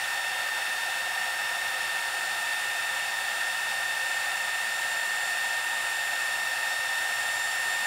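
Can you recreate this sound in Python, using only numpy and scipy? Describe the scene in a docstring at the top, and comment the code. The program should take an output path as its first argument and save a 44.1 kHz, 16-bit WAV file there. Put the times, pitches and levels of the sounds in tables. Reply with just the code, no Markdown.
"""At a workbench, close to a single microphone, a small hot-air gun runs steadily.
A five-bladed fan whines at its blade rate, with overtones as sines on multiples of the shaft speed.
The brushed motor adds thin lines on further multiples; a faint mains hum lies beneath.
Air rushes through the barrel: noise coloured by the resonances of barrel, nozzle, bench and room."""
import sys
import numpy as np
from scipy import signal
from scipy.fft import rfft, irfft, next_fast_len
from scipy.io import wavfile

SR = 44100
rng = np.random.default_rng(int(sys.argv[2]) if len(sys.argv) > 2 else 0)


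def pcm_store(signal):
    """Save signal as 16-bit PCM."""
    levels = np.round(np.clip(np.atleast_2d(signal), -1, 1) * 32767)
    wavfile.write(sys.argv[1], SR, levels.astype(np.int16).T)


def magnitude_from_level(level_db):
    """Linear magnitude for a level in decibels (20 dB per decade)."""
    exponent = np.asarray(level_db, float) / 20
    return 10 ** exponent


N = 346626

# fan overtones that swell and fade with the hold:
# (multiple of shaft speed [-], rms level [dB], gain per unit turn [dB], gain per unit tilt [dB])
FAN_OVERTONES = [(10, -48.5, -1, 0), (15, -54, -1.7, 4), (20, -50.5, 5, 0.5), (22, -62.5, -4, -3),
                 (23, -55, 3.5, .1), (24, -65, 4, -6), (25, -55, 1.2, -1), (28, -63.5, 9, 1.3),
                 (30, -63, 6, 4), (34, -65.5, 3.8, -1.3), (35, -65, -2.9, 3.9)]
# motor lines that do not follow the hold, each wandering on its own:
# (multiple of shaft speed [-], rms level [dB])
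MOTOR_LINES = [(1, -73.5), (4, -58), (11, -74), (12, -58), (14, -71), (16, -77), (17, -64.5), (18, -67),
               (19, -71), (21, -72), (26, -69), (27, -69), (29, -69.1), (31, -63), (32, -77), (33, -74.6),
               (36, -72.1), (37, -71.5), (38, -76.3), (39, -76.6), (40, -78), (41, -72.5), (42, -79),
               (43, -79.2)]
# relative spectrum of the air stream: (frequency [Hz], density [dB per Hz])
AIR_SPECTRUM = [(15, -50), (25, -35), (60, -26), (120, -16.5), (280, -20), (450, -17), (700, -1),
                (1100, -9), (2000, -5), (4000, -12.5), (6500, -15.5), (9000, -13.5), (11500, -19),
                (15600, -20.7)]
# resonances and dips of barrel, nozzle and bench: (centre [Hz], width [Hz], gain [dB])
BARREL_RESONANCES = [(291, 50, -3.5), (349, 77, 4), (412, 35, 7), (440, 45, -5.5), (521, 31, 7),
                     (553, 24, 3), (620, 46, -2.5), (766, 81, 4), (827, 46, 2), (942, 81, 9), (994, 48, -2),
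                     (1260, 170, 5.5), (1312, 37, -5), (1367, 104, 6), (1568, 116, 3.5), (1779, 221, 11),
                     (2432, 150, -5), (2645, 456, 11), (3575, 500, 8.5), (4400, 114, 4), (4590, 270, 5),
                     (5310, 600, 4.5), (7100, 520, 5), (7630, 370, -4), (7920, 140, 6), (9140, 430, 3.5),
                     (9883, 486, 2.5), (11290, 169, 1)]
# resonances and dips of the room in the bass: (centre [Hz], width [Hz], gain [dB])
ROOM_RESONANCES = [(101, 40, 1.5), (142, 21, -8.5), (217, 29, 2.5)]
# the motor speeds up a little as it warms: (time [s], shaft speed [turns per s])
SHAFT_SPEED = [(0.0, 363.5), (0.4, 363.45), (0.7, 363.32), (1.4, 363.23), (2.0, 363.56), (2.6, 363.52),
               (2.9, 363.42), (3.3, 363.75), (4.6, 363.64), (5.3, 364.06), (5.8, 364.4), (6.2, 364.04),
               (6.8, 364.32), (7.2, 364.25), (7.5, 364.47), (7.86, 364.52)]
# two slow movements of the hand that holds the gun: (time [s], turn [-1..1], tilt [-1..1])
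HAND_HOLD = [(0.0, -.85, 0.39), (1.0, -1, .2), (1.7, -.9, 0.078), (2.2, -0.087, -.7), (2.7, -0.07, -0.55),
             (3.1, -.2, -.3), (3.4, 0.2, -0.47), (3.8, -0.26, .1), (4.1, 0.2, -0.2), (4.5, 0.23, -0.71),
             (5.0, 0.91, -.5), (5.4, .6, -0.3), (6.0, .6, 0.3), (6.6, 0.16, 1), (7.0, .2, 1),
             (7.4, 0.85, 1), (7.86, 0.69, 0.41)]

BLADES = 5
# blade tone: level, gain per unit of turn and of tilt, depth of its slow random sway
WHINE_DB, WHINE_TURN_DB, WHINE_TILT_DB, WHINE_SWAY_DB = -33, 1.5, 0.7, 0.42
RIPPLE_HZ, HUM_DB = 120, -76
# air stream: level, then hiss gain per unit of turn and of tilt
RUSH_DB, HISS_TURN_DB, HISS_TILT_DB = -37, 0.3, 0.3
ECHO_DB, ECHO_T60_S, ECHO_CUT_HZ = -11, 0.3, 3000


def in_time(rows):
    """Linear interpolation: each column of a time table becomes one value per sample."""
    time_s, *columns = np.transpose(rows)
    return [np.interp(np.arange(N) / SR, time_s, column) for column in columns]


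def drift(rate_hz):
    """Low-passed white noise: a slow random walk about zero, two equal poles at rate_hz, spread 1."""
    pole = np.exp(-2 * np.pi * rate_hz * 40 / SR)   # computed on every 40th sample
    noise = rng.standard_normal(N // 40 + 2002)
    slow = signal.lfilter([1], [1, -2 * pole, pole * pole], noise)[2000:]   # settled part
    return np.interp(np.arange(N) / 40, np.arange(len(slow)), slow / slow.std())


def line(turns, order, level_db):
    """Harmonic of rotation: a sine of given rms level at a multiple of the turning rate."""
    phase = order * turns + rng.random()
    return np.sqrt(2) * magnitude_from_level(level_db) * np.sin(2 * np.pi * phase)


def shaft_turns():
    """Phase is the integral of speed: turns made, with a slight tremble and a shake by the supply."""
    speed, = in_time(SHAFT_SPEED)
    turns = np.cumsum(speed + 0.05 * drift(10)) / SR
    # in step with the level ripple, the shake strengthens the side lines above the thin tones
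    return turns + 0.0015 * np.sin(2 * np.pi * RIPPLE_HZ * np.arange(N) / SR)


def fan(turns, waver_db):
    """Blade-passing tone and overtones of the rotation; turbulence at the blades makes them waver."""
    turn, tilt = in_time(HAND_HOLD)
    whine_db = WHINE_DB + WHINE_TURN_DB * turn + WHINE_TILT_DB * tilt
    whine_db = whine_db + 0.29 * waver_db * drift(25) + WHINE_SWAY_DB * drift(2.4)
    whine = line(turns, BLADES, whine_db)
    overtones = np.zeros(N)
    for order, db, turn_db, tilt_db in FAN_OVERTONES:
        level_db = db + turn_db * turn + tilt_db * tilt + waver_db * drift(6.2)
        overtones += line(turns, round(order), level_db)
    return whine, overtones


def motor(turns, waver_db):
    """Shaft-order excitation: bearing and brush lines, each wandering in level on its own."""
    return sum(line(turns, round(order), db + waver_db * drift(0.87)) for order, db in MOTOR_LINES)


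def ripple(depth):
    """Amplitude modulation: the rectified mains supply swells at twice the mains rate."""
    return 1 + depth * np.cos(2 * np.pi * RIPPLE_HZ * np.arange(N) / SR)


def air(turns, brush_depth, ripple_depth, gust_db):
    """Filtered flow noise: resonances shape the stream; brushes and supply modulate its hiss."""
    size = next_fast_len(N)
    hz = np.fft.rfftfreq(size, 1 / SR) + 1   # the offset avoids zero frequency
    colour_hz, colour_db = np.transpose(AIR_SPECTRUM)
    shape_db = np.interp(np.log(hz), np.log(colour_hz), colour_db)
    for rows in (BARREL_RESONANCES, ROOM_RESONANCES):
        for centre, width, db in rows:
            shape_db = shape_db + db / (1 + (2 * (hz - centre) / width) ** 2)
    stream = rfft(rng.standard_normal(size)) * magnitude_from_level(shape_db) * room(size, hz)
    # unit rms between 400 and 1700 Hz, the band to which RUSH_DB refers
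    stream /= irfft(stream * (hz > 400) * (hz < 1700), size).std()
    hiss_share = 1 / (1 + (6500 / hz) ** 4)
    body = irfft(stream * (1 - hiss_share), size)[:N]
    hiss = irfft(stream * hiss_share, size)[:N]
    pulse = 1 + brush_depth * (np.cos(2 * np.pi * turns) + 0.8 * np.cos(4 * np.pi * turns))
    turn, tilt = in_time(HAND_HOLD)
    hiss = hiss * pulse * ripple(ripple_depth) * magnitude_from_level(HISS_TURN_DB * turn + HISS_TILT_DB * tilt)
    return magnitude_from_level(RUSH_DB + gust_db * drift(8.1)) * (body + hiss)


def room(size, hz):
    """Reverberation as a frequency response: direct sound plus a dull, exponentially dying tail."""
    time_s = np.arange(SR // 2) / SR
    tail = rng.standard_normal(SR // 2) * magnitude_from_level(-60 * time_s / ECHO_T60_S)
    tail = magnitude_from_level(ECHO_DB) * tail / np.sqrt(np.sum(tail ** 2))   # energy before the treble loss
    return 1 + rfft(tail, size) / np.sqrt(1 + (hz / ECHO_CUT_HZ) ** 2)


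def mains_hum():
    """Periodic excitation at twice the mains rate: one faint sine of slowly wandering level."""
    return line(np.arange(N) / SR, RIPPLE_HZ, HUM_DB + 2.0 * drift(2.2))


def scene():
    """Superposition: fan, motor, air and hum add linearly, alike in both channels."""
    turns = shaft_turns()
    whine, overtones = fan(turns, waver_db=1.2)
    thin = (overtones + motor(turns, waver_db=2.5)) * ripple(0.11)
    rush = air(turns, brush_depth=0.09, ripple_depth=0.024, gust_db=0.22)
    gun = whine + thin + rush + mains_hum()
    return np.array([gun, gun])


def top_cut(x):
    """Nothing passes above the cut-off."""
    return signal.sosfilt(signal.butter(12, 16310, fs=SR, output="sos"), x)


def record(dry):
    """Band limitation: a steep elliptic low-pass removes the top of the spectrum."""
    low_pass = signal.ellip(12, 0.2, 60, 15740, fs=SR, output="sos")   # ripple, stopband [dB]; edge [Hz]
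    finished = signal.sosfilt(low_pass, dry)
    return top_cut(finished)


dry = scene()
out = record(dry)
pcm_store(out)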